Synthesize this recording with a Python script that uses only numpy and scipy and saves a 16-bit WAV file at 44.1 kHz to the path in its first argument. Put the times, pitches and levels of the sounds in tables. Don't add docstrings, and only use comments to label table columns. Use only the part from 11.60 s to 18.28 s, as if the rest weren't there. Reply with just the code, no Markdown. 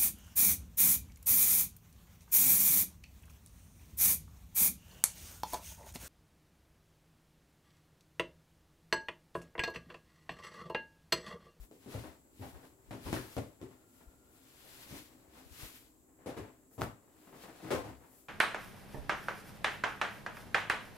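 import sys
import numpy as np
from scipy import signal
from scipy.fft import rfft, irfft, next_fast_len
from scipy.io import wavfile
from scipy.ndimage import map_coordinates

SR = 44100
rng = np.random.default_rng(int(sys.argv[2]) if len(sys.argv) > 2 else 0)


def transcribe(signal):
    frames = np.atleast_2d(signal).T
    limited = np.clip(frames, -1, 1)
    pcm = np.round(limited * 32767).astype(np.int16)
    wavfile.write(sys.argv[1], SR, pcm)


N = 294780


def amp(db):
    return 10 ** (np.asarray(db) / 20)


def unit(x):
    return x / np.sqrt(np.mean(x ** 2) + 1e-20)


def along(points, hz):
    pitches, values = np.transpose(points)
    return np.interp(np.log(hz + 1), np.log(pitches), values)


def wobble(rate):
    knots = rng.standard_normal(int(N * rate / SR) + 4)
    return map_coordinates(knots, [np.arange(N) * rate / SR])


def filtered(x, response):
    size = x.shape[-1]
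    padded = next_fast_len(size + 4096, real=True)
    hz = np.fft.rfftfreq(padded, 1 / SR)
    return irfft(rfft(x, padded) * response(hz), padded)[..., :size]


def causal(gain):
    cepstrum = irfft(np.log(np.maximum(gain, 1e-6)))
    half = len(cepstrum) // 2
    cepstrum[1:half] *= 2
    cepstrum[half + 1:] = 0
    return np.exp(rfft(cepstrum))


def bump(hz, centre_hz, width_hz):
    return 1 / (1 + (2 * (hz - centre_hz) / width_hz) ** 2)


def diffuse(size):
    # pitch_hz, width_hz, lift_db
    modes = [(65.5, 8.7, 5), (109.3, 3.8, 9.5), (127.8, 8.5, 7), (262.5, 13.2, 9.5), (313.2, 20, 7),
             (385.3, 9.7, 8), (481, 4.5, 6.5), (592, 6.2, 6), (680, 25, 4), (868, 20, 3), (1062, 31, 3.5)]
    # pitch_hz, correlation
    likeness = [(40, 0.19), (130, 0.96), (280, 0.82), (500, 0.62), (1000, 0.043), (2000, 0.016),
                (15000, 0.014)]

    def mid_side(hz):
        lift = amp(sum(db * bump(hz, pitch, width) for pitch, width, db in modes))
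        turn = np.arccos(np.clip(along(likeness, hz), -1, 1)) / 2
        return lift * np.array([np.cos(turn), np.sin(turn)])

    mid, side = filtered(rng.standard_normal((2, size)), mid_side)
    return np.array([mid + side, mid - side])


def coloured(x, spectrum):
    return unit(filtered(x, lambda hz: amp(along(spectrum, hz))))


def room(force, s, direct_db, count=6):
    # pitch_hz, t60_s
    reverberation = [(90, 0.34), (450, 0.31), (2200, 0.35), (12000, 0.28)]
    # time_s, lead_ms of the left microphone
    left_lead = [(0, 0.19), (4.3, 0.16), (5.2, 0.047), (6.6, 0.057)]
    size = len(force)
    index = np.arange(size)

    def late(ms):
        return np.interp(index - np.round(ms * SR / 1000), index, force, left=0)

    lead_ms = np.interp(s + index / SR, *np.transpose(left_lead))
    out = amp(direct_db) * np.array([force, late(lead_ms)])
    for ms, strength in zip(rng.uniform(2, 24, count), rng.standard_normal(count)):
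        out += 0.18 * strength * late(ms)
    noise = unit(diffuse(size))
    pitches, t60s = np.transpose(reverberation)
    fading = np.maximum(np.arange(SR // 2) / SR - .018, 0)
    for share, t60 in zip(np.eye(len(t60s)), t60s):
        decay = amp(-60 * fading / t60) ** 2
        energy = abs(signal.fftconvolve(force ** 2, decay / decay.sum())[:size])
        band_noise = filtered(noise, lambda hz: along(np.c_[pitches, share], hz))
        out += np.sqrt(energy) * band_noise
    return out


def grains(rate, size_db, size):
    chance = rng.random(size)
    sign, strength = np.sign(rng.standard_normal(size)), rng.standard_normal(size)
    return (chance < rate / SR) * sign * amp(size_db * np.clip(strength, -2, 2))


def add(track, s, sound):
    start = max(round(s * SR), 0)
    track[:, start:start + sound.shape[1]] += sound[:, :max(N - start, 0)]


def background():
    # pitch_hz, gain_db
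    hum_spectrum = [(20, -13), (65, -1), (130, -9.5), (180, -8.5), (280, -3), (380, -7), (550, -14),
                    (1000, -19), (1500, -28), (3000, -78), (16000, -25.5)]
    # pitch_hz, gain_db
    hiss_spectrum = [(100, 0), (2000, -15), (5500, -5), (6700, 8.5), (7700, 18), (8600, 2), (11500, 3.5),
                     (16000, -14)]
    whine_s, whine_db, whine_length_s = 2.53, -78, 0.35
    hum = amp(-66.0 + 0.8 * wobble(1.76)) * coloured(diffuse(N), hum_spectrum)
    swell = np.exp(-.5 * ((np.arange(N) / SR - whine_s) / whine_length_s) ** 2)
    whine = amp(whine_db) * swell * unit(filtered(diffuse(N), lambda hz: bump(hz, 1390, 75)))
    hiss = amp(-74.0) * coloured(rng.standard_normal((2, N)), hiss_spectrum)
    balance = amp([[1], [-1]])
    return (hum + whine) * balance + hiss


def puffs_and_knock():
    # centre_s, level_db before the side gains, length_s to a fall by e, pitch_hz
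    low_swings = [(0.013, -44, 0.032, 46.6), (0.484, -53, 0.039, 75), (0.957, -47.5, 0.025, 67.4),
                  (1.298, -52, .021, 50.4), (1.462, -42, 0.012, 55), (2.482, -48, 0.012, 50.7),
                  (3.866, -51, .009, 75), (3.921, -48.5, .013, 70), (4.035, -39, 0.0047, 82),
                  (4.057, -49, .016, 50), (5.234, -42, .02, 60), (6.19, -48, .031, 80.5),
                  (6.308, -54, 0.11, 71)]
    out = np.zeros((2, N))
    t = np.arange(N) / SR
    for (s, db, length, hz), (phase, skew) in zip(low_swings, rng.random((len(low_swings), 2))):
        near = abs(t - s) < 3 * length
        u = t[near] - s
        turns = hz * u + phase + np.array([[0], [0.5 * skew]])
        out[:, near] += amp(db) * np.exp(-(u / length) ** 2) * np.sin(2 * np.pi * turns)
    side_gains = amp([[2], [-6]])
    return out * side_gains


def cloth_gains():
    # peak_s, swell_s, fade_s, then silk_db, folds_db, sheen_db before flutter and balance
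    movements = [(.03, 0.14, 0.036, -66, -66, -63), (.13, 0.022, .17, -73, -75, -74),
                 (.345, 0.074, 0.077, -55.5, -57, -74), (0.403, 0.072, 0.096, -57, -48, -80),
                 (.835, 0.061, 0.12, -63, -67, -65), (.9, 0.051, 0.095, -67, -56.5, -74),
                 (1.05, 0.064, 0.064, -68, -59.5, -72), (1.479, 0.067, .07, -54, -48.5, -78),
                 (1.555, 0.04, 0.094, -49.5, -67, -62), (1.75, 0.23, 0.094, -59, -56.5, -62.5),
                 (2.11, 0.18, 0.11, -72.5, -64.5, -87), (2.38, 0.1, 0.14, -72, -67, -70),
                 (2.75, 0.057, 0.077, -90, -72, -69), (3.15, 0.24, 0.22, -57.5, -65.5, -64),
                 (3.365, 0.12, 0.075, -52.5, -59, -61), (3.53, 0.07, 0.09, -73, -67, -80),
                 (3.79, 0.063, 0.067, -62, -59, -79), (4.035, .1, 0.11, -51, -62.5, -56.5),
                 (4.16, .03, 0.077, -61, -80, -62), (4.779, 0.11, 0.17, -72, -55, -76),
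                 (5.14, 0.025, 0.062, -89, -71.5, -63.5), (5.215, .015, 0.055, -72, -44, -55.5),
                 (5.7, 0.17, 0.2, -69.5, -59.5, -70), (5.834, 0.06, 0.09, -59.5, -54, -76),
                 (6.06, 0.15, 0.16, -60, -54, -85), (6.18, 0.095, 0.052, -55.5, -47, -80),
                 (6.295, 0.032, 0.063, -65.5, -51.5, -82), (6.46, .12, 0.069, -79, -62, -77),
                 (6.58, 0.14, 0.097, -76, -92, -64.5)]
    # silk_db, folds_db, sheen_db on the same scale
    resting_db = [-86, -74.5, -77]
    drop_db, rounding = 11.5, 0.3
    t = np.arange(N) / SR
    power = np.outer(amp(resting_db), np.ones(N)) ** 2
    for s, swell, fade, *levels_db in movements:
        away = (t - s) / np.where(t < s, swell, fade)
        shape = amp(-drop_db * (np.hypot(away, rounding) - rounding))
        power += np.outer(amp(levels_db), shape) ** 2
    return np.sqrt(power)


def rubbing_and_rustling():
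    # pitch_hz, gain_db
    silk_spectrum = [(100, 3), (500, -13.5), (1200, 0), (2500, 2), (4200, 1), (6000, -3), (9000, -3.5),
                     (11800, -2.5), (16000, -8.5)]
    # pitch_hz, gain_db
    folds_spectrum = [(25, -7), (70, -11), (130, 2), (190, 3), (300, 4), (550, 3.5), (1000, -1), (2000, -7),
                      (4000, -21.5), (15000, -43)]
    # pitch_hz, gain_db
    sheen_spectrum = [(3000, -12.5), (7000, 0.5), (9000, 1.5), (11500, 6.5), (14000, 5.5), (16000, 0)]
    silk_gain, folds_gain, sheen_gain = cloth_gains()
    threads = room(grains(rate=3000, size_db=5, size=N), 0, direct_db=-5)
    silk = silk_gain * amp(1.0 + 1.23 * wobble(30)) * coloured(threads, silk_spectrum)
    snaps = room(grains(rate=260, size_db=9.5, size=N), 0, direct_db=-9.5)
    folds = folds_gain * amp(0.17 * wobble(25)) * coloured(snaps, folds_spectrum)
    finest = room(grains(rate=11000, size_db=3.0, size=N), 0, direct_db=-8.5)
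    sheen = sheen_gain * coloured(finest, sheen_spectrum)
    return silk + folds + sheen * amp([[.9], [-.7]])


def pat(s, spread, pocket_hz, direct_db, levels_db, bands_hz, size=16384):
    # pitch_hz, gain_db
    contact_spectrum = [(25, -35), (48, -9), (70, -3), (125, 0.5), (185, -3), (260, -1), (400, -1),
                        (520, -1), (1000, -2.5), (2100, -9), (3200, -16.5), (6000, -25), (9000, -27.5),
                        (11800, -28.5), (16000, -38)]
    t = np.arange(size) / SR
    settling = np.exp(-t / spread) * (1 - np.exp(-t / (.5 * spread)))
    force = grains(rate=2200, size_db=1.0, size=size) * settling
    force[0] += 1.1 + 8 * np.exp(-spread / 0.00086)

    def contact_and_pocket(hz):
        ring_db = 6 * bump(hz, pocket_hz, 0.26 * pocket_hz)
        muffling_db = 5 / (1 + (1.3 * pocket_hz / (hz + 1)) ** 8)
        return causal(amp(along(contact_spectrum, hz) + ring_db - muffling_db))

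    blow = filtered(room(force, s, direct_db), contact_and_pocket)
    head = blow[:, :SR // 25].mean(0)
    parts = []
    for band in zip(bands_hz, bands_hz[1:]):
        band_pass = signal.butter(4, band, 'band', fs=SR, output='sos')
        parts.append(signal.sosfilt(band_pass, head))
    gains_db = levels_db - 20 * np.log10(np.std(parts, axis=1) + 1e-12)
    centres = np.sqrt(np.multiply(bands_hz[:-1], bands_hz[1:]))
    return filtered(blow, lambda hz: causal(amp(along(np.c_[centres, gains_db], hz))))


def landings():
    # start_s, level_db before balance, spread_s of the contacts,
    # pocket_hz of the trapped air, weight_db, hardness_db
    pats = [(.113, -56, 0.00054, 447, -17, -17), (.261, -51, 0.0047, 410, -6.5, -26),
            (.343, -47.5, 0.0059, 574, 6, -9.5), (0.794, -55, 0.0038, 264, 7.5, -26),
            (.813, -55.5, 0.016, 790, 0.5, 2.5), (1.309, -51.5, 0.0031, 646, 4, 0.5),
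            (1.325, -50, 0.013, 300, -4, -8.5), (1.459, -47, 0.01, 940, 1, -7.5),
            (1.529, -38, 0.0015, 336, -3, -6), (1.565, -59.5, 0.00067, 1720, 11, 12),
            (1.767, -38, 0.0021, 543, -2.5, -11), (2.015, -47, 0.0026, 360, -5.5, -17.5),
            (3.306, -53, 0.01, 297, 1, -25), (4.66, -41.5, 0.0067, 505, -11.5, -12.5),
            (4.685, -50.5, 0.0081, 656, -12, -2.5), (4.768, -46, 0.0084, 420, -6, -7),
            (5.18, -44.5, 0.011, 970, -1, -12), (5.2118, -43, 0.0011, 234, 3, -8.5),
            (5.2183, -43, 0.00015, 1250, -1, 4.5), (6.025, -47.5, 0.018, 318, -8.5, -16.5),
            (6.106, -33, 0.0063, 526, -20, -7.5), (6.122, -39, 0.0078, 520, -17, -6.5),
            (6.143, -52.5, 0.0028, 1040, 7, 9.5), (6.236, -51, 0.013, 810, -1, -4.5)]
    band_edges_hz = [55, 190, 750, 3000, 15500]
    slap_db, crisp_db = -1.9, -9.5
    crisp_follows = 0.62
    crisp_size_db, usual_pocket_hz = 1.5, 530
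    usual_direct_db, direct_loss_db, usual_spread_s = -7.5, 2.24, 0.0033
    out = np.zeros((2, N))
    for s, db, spread, pocket_hz, weight_db, hard_db in pats:
        spread = max(spread, 1e-4)
        direct_db = usual_direct_db - direct_loss_db * np.log2(spread / usual_spread_s)
        size_db = crisp_size_db * np.log2(usual_pocket_hz / pocket_hz)
        crispness_db = crisp_db + crisp_follows * hard_db + size_db
        levels_db = db + np.array([weight_db, 0, slap_db + hard_db, crispness_db])
        add(out, s, pat(s, spread, pocket_hz, direct_db, levels_db, band_edges_hz))
    return out


def scene():
    balance = amp([[1.6], [-1.8]])
    return background() + puffs_and_knock() + (rubbing_and_rustling() + landings()) * balance


def record(dry):
    top_hz = 15850
    return filtered(dry, lambda hz: hz < top_hz)


dry = scene()
out = record(dry)
transcribe(out)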